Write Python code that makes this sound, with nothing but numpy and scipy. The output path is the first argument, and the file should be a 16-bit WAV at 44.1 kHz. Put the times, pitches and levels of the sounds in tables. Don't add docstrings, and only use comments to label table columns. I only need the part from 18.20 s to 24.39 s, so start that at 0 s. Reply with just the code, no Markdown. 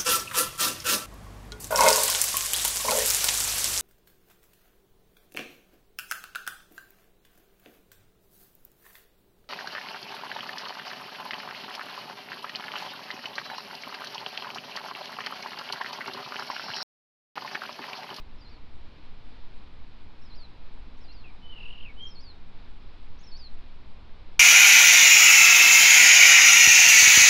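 import sys
import numpy as np
from scipy import signal
from scipy.fft import rfft, irfft
from scipy.io import wavfile
from scipy.ndimage import uniform_filter1d

SR = 44100
rng = np.random.default_rng(int(sys.argv[2]) if len(sys.argv) > 2 else 0)


def nominal_scale(level):
    x = np.asarray(level, float) / 20
    return 10 ** x


def transcribe(u):
    v = np.clip(np.atleast_2d(u).T, -1, 1)
    q = np.round(v * 32767).astype(np.int16)
    wavfile.write(sys.argv[1], SR, q)


N = 273130
TIME = np.arange(N) / SR


def level(x, db):
    return x * nominal_scale(db) / np.sqrt(np.mean(x ** 2))


def colour(x, points):
    hz, db = np.transpose(points)
    log_hz = np.log(np.arange(N // 2 + 1) * SR / N + 0.00089)
    gain = nominal_scale(np.interp(log_hz, np.log(hz), db))
    return irfft(rfft(x) * gain, N)


def walk(rate_hz):
    hold = int(SR / rate_hz)
    steps = np.repeat(rng.standard_normal(N // hold + 1), hold)
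    slewed = uniform_filter1d(uniform_filter1d(steps, hold), hold)
    return 1.3 * slewed[:N]


def waver(hz, width_hz, db):
    sliver = [(hz - width_hz, -30), (hz, 0), (hz + width_hz, -30)]
    return level(colour(rng.standard_normal(N), sliver), db)


def sing(out, start_s, hz, db, edge_s):
    overtone_db = -32.5
    t = np.arange(len(hz)) / SR
    nearest_end = np.minimum(t, t[-1] - t)
    gate = np.sin(np.pi / 2 * np.clip(nearest_end / edge_s, 0, 1)) ** 2
    phase = 2 * np.pi * np.cumsum(hz) / SR
    tone = np.sin(phase) + nominal_scale(overtone_db) * np.sin(2 * phase)
    first = int(start_s * SR)
    out[first:first + len(hz)] += np.sqrt(2) * nominal_scale(db) * gate * tone


# (time from flick [s], pitch [Hz], effort [dB])
WARBLE_SHAPE = [(-.199, 5150, -39), (-.192, 6300, -7), (-.185, 5400, -4), (-.178, 6500, 5),
                (-.174, 6250, 0), (-.164, 6750, 6), (-.15, 5850, -7), (-.138, 5200, 0), (-.125, 5600, 1),
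                (-.117, 6250, -2), (-.107, 5350, 3), (-.088, 5170, -1.5), (-.075, 5350, -8),
                (-.067, 5300, -11), (-.058, 4480, -4.5), (-.037, 4250, -8), (-.015, 4550, -6.5),
                (-.007, 4950, -6), (0, 5950, -3), (.008, 5150, -11), (.02, 4900, -5), (0.036, 4660, -5),
                (.095, 4090, 7.5), (.108, 3720, -13)]
# (time of flick [s], stretch before flick [ratio], song after flick [s])
WARBLE_TIMES = [
    (.299, 0.82, .079),
    (2.162, 1, .098),
    (2.933, 0.86, .091),
    (4.015, 1.01, 0.16),
    (5.179, 1.01, 0.1),
]
WARBLE_STAGES = [-.18, -.14, -.09, -.04, .015, .09]
WARBLE_TUNING = [(0.959, .98, 0.9, 0.96, .94, 1.01), (.96, 1.001, 0.97, 0.93, 0.98, 0.97),
                 (1.001, 1.001, 0.88, 0.96, .99, .98), (1.001, 1.02, .99, .99, 1.001, 1.01),
                 (1.001, 1.01, 1.001, 1.001, 1.01, 0.994)]
# (level [dB], ..)
WARBLE_LOUDNESS = [(-90, -61, -53, -52, -53, -72), (-80, -56, -57, -52, -45.5, -64),
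                   (-60, -56, -61, -50, -48, -70), (-51, -46, -49, -44.5, -45.5, -59),
                   (-48.5, -48, -48, -42.5, -40.5, -56.5)]


def warbler():
    out = np.zeros(N)
    s, hz, effort_db = np.transpose(WARBLE_SHAPE)
    for (flick_s, stretch, after_s), tuning, loud_db in zip(WARBLE_TIMES, WARBLE_TUNING, WARBLE_LOUDNESS):
        t = np.arange(s[0] * stretch, after_s, 1 / SR)
        shape_t = np.where(t < 0, t / stretch, t)
        pitch = uniform_filter1d(np.interp(shape_t, s, hz), size=150)
        pitch = pitch * np.interp(shape_t, WARBLE_STAGES, tuning)
        db = np.interp(shape_t, s, effort_db) + np.interp(shape_t, WARBLE_STAGES, loud_db)
        sing(out, flick_s + t[0], pitch, db, edge_s=0.0045)
    return out * nominal_scale(0.63 * walk(60))


# (time [s], pitch [Hz], level [dB])
THRUSH_NOTES = [
    [(2.885, 2750, -69), (2.903, 2760, -61), (2.931, 2730, -63), (2.935, 2771, -71)],
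    [(3.035, 2800, -71), (3.045, 2730, -53), (3.055, 2550, -56), (3.105, 2300, -63)],
    [(3.215, 3010, -70.5), (3.235, 3034, -58), (3.257, 3020, -54.5), (3.272, 3028, -51)],
    [(3.272, 2980, -64), (3.31, 3050, -48), (3.323, 3029, -55)],
    [(3.683, 2450, -54.5), (3.697, 2220, -54), (3.707, 2194, -54), (3.714, 2220, -60)],
    [(3.76, 2890, -68), (3.782, 3050, -55.5), (3.802, 3070, -45)],
    [(3.802, 3170, -49), (3.81, 3170, -43), (3.838, 3200, -41), (3.852, 3210, -60)],
    [(3.852, 3170, -45), (3.872, 3196, -43), (3.879, 3180, -52)],
]
# (time [s], peak level [dB], start pitch [Hz], end pitch [Hz], length [s])
TRILL_CHIRPS = [(3.323, -42, 2980, 2890, 0.018), (3.342, -54, 3030, 2950, .014),
                (3.356, -44, 2980, 2720, .014), (3.374, -42.5, 3036, 2560, 0.017),
                (3.401, -41, 3000, 2550, .015), (3.427, -41.5, 2974, 2554, .018),
                (3.453, -39.5, 2970, 2560, 0.016), (3.482, -43, 3010, 2620, 0.014),
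                (3.502, -41.5, 3100, 2660, .012), (3.525, -43, 3180, 2640, 0.016),
                (3.549, -43, 3070, 2620, 0.014), (3.577, -44, 3050, 2670, 0.014),
                (3.601, -43, 3200, 2600, .013), (3.625, -44, 3250, 2660, .014),
                (3.648, -41, 2890, 2480, 0.018), (3.666, -42, 2590, 2470, 0.011)]


def thrush():
    out = np.zeros(N)
    for note in THRUSH_NOTES:
        s, hz, db = np.transpose(note)
        t = np.arange(s[0], s[-1], 1 / SR)
        pitch = uniform_filter1d(np.interp(t, s, hz), size=200)
        sing(out, s[0], pitch, np.interp(t, s, db), edge_s=0.0032)
    for s, peak_db, start_hz, end_hz, length_s in TRILL_CHIRPS:
        fall = np.linspace(start_hz, end_hz, int(length_s * SR))
        sing(out, s, fall, peak_db - 6, edge_s=0.0022)
    return out


# (delay [s], level [dB])
WALL_ECHOES = [
    (.009, -8.5),
    (.022, -12),
    (0.038, -18),
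    (.052, -23.5),
]


def walls(x, db):
    yard_db, yard_t60_s = -15.5, .3
    t = np.arange(SR // 2) / SR
    tail = rng.standard_normal(len(t)) * nominal_scale(-60 * t / yard_t60_s)
    tail *= np.clip(t / 0.01, 0, 1)
    answer = tail * nominal_scale(yard_db) / np.sqrt(np.sum(tail ** 2))
    for delay_s, echo_db in WALL_ECHOES:
        answer[int(delay_s * SR)] += nominal_scale(echo_db)
    return x + nominal_scale(db) * signal.fftconvolve(x, answer)[:N]


# (time [s], pressure level [dB])
GUSTS = [(0.0, -39), (0.14, -37), (0.24, -41), (0.38, -37), (0.47, -39), (0.6, -34), (0.79, -39.5),
         (0.91, -37), (1.03, -36), (1.12, -35.5), (1.4, -33.5), (1.55, -37.5), (1.98, -38.5), (2.1, -33.5),
         (2.29, -37.5), (2.39, -40), (2.48, -31.5), (2.72, -40), (2.81, -35.5), (3.26, -38), (3.43, -31.5),
         (4.21, -40), (4.41, -31.5), (4.59, -40.5), (4.71, -35), (4.93, -34.5), (5.0, -34), (5.27, -35.5),
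         (5.36, -31.5), (5.6, -37.5), (5.84, -38), (5.98, -40), (6.12, -35), (6.19, -39)]
# (frequency [Hz], level [dB per Hz])
WIND_SPECTRUM = [(1, -4), (4, 9), (8, -0.5), (13, 0), (20, -12), (26, -23.5), (40, -55)]


def wind():
    push = colour(rng.standard_normal(N), WIND_SPECTRUM)
    power = uniform_filter1d(uniform_filter1d(push ** 2, size=9000), size=9000)
    even = push / np.sqrt(power)
    gust_db = uniform_filter1d(np.interp(TIME, *np.transpose(GUSTS)), size=3000)
    return even * nominal_scale(gust_db)


# (frequency [Hz], level [dB per Hz])
TRAFFIC_SPECTRUM = [(28, 8), (50, 6), (80, 1.5), (125, -6), (140, -9), (230, -8), (330, -13.5),
                    (450, -15.5), (600, -19.5), (950, -16.5), (2000, -30.5), (2450, -23), (3000, -43),
                    (4200, -39)]
# (frequency [Hz], width [Hz], level [dB])
HUM_TONES = [(152, 12, -71.5), (202.6, 26, -75), (250, 19, -66), (300.3, 20, -69.5), (453, 8, -70.5),
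             (482, 6.2, -76)]
# (time [s], level [dB])
HUM_SWELLS = [(0.0, -65), (0.15, -61.5), (0.34, -57.5), (0.41, -62.5), (0.88, -57.5), (0.93, -64),
              (1.14, -57), (1.31, -61), (1.33, -60), (1.71, -62.5), (1.78, -60.5), (1.95, -61), (6.19, -65)]


def town():
    swell = nominal_scale(0.34 * walk(1.4) + .3 * walk(13))
    traffic = colour(rng.standard_normal(N) * swell, [(13, -15.5)] + TRAFFIC_SPECTRUM)
    drone = waver(42.2, width_hz=12, db=-57)
    s, swell_db = np.transpose(HUM_SWELLS)
    hum_db = 1.6 * np.interp(TIME, s, swell_db - swell_db.mean())
    hum = sum(waver(*tone) for tone in HUM_TONES) * nominal_scale(hum_db)
    return level(traffic, -51) + drone + hum


def scene():
    high_bird = walls(warbler(), db=-4)
    low_bird = walls(thrush(), db=0)
    return (high_bird + low_bird + wind() + town())[None]


def top_cut(x):
    return signal.sosfilt(signal.butter(12, 15500, fs=SR, output="sos"), x)


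# (frequency [Hz], level [dB])
MIC_RESPONSE = [(4000, 1), (4600, -3.5), (5200, -8), (5800, -17), (6400, -25), (7000, -25), (8000, -62),
                (10000, -70)]
# (frequency [Hz], level [dB per Hz])
HISS_SPECTRUM = [(3000, -3), (7000, 0), (10000, -6.5), (12700, -11), (13100, -13), (15300, -19),
                 (15700, -20)]
# (frequency [Hz], level [dB])
WHINES = [(6788, -104), (7795, -109), (8710, -109), (11698, -111)]


def record(dry):
    hiss = level(colour(rng.standard_normal(N), HISS_SPECTRUM), -86)
    whine = sum(np.sqrt(2) * nominal_scale(db) * np.sin(2 * np.pi * hz * TIME) for hz, db in WHINES)
    heard = colour(dry[0], MIC_RESPONSE) + hiss + whine
    return top_cut(heard[None])


dry = scene()
out = record(dry)
transcribe(out)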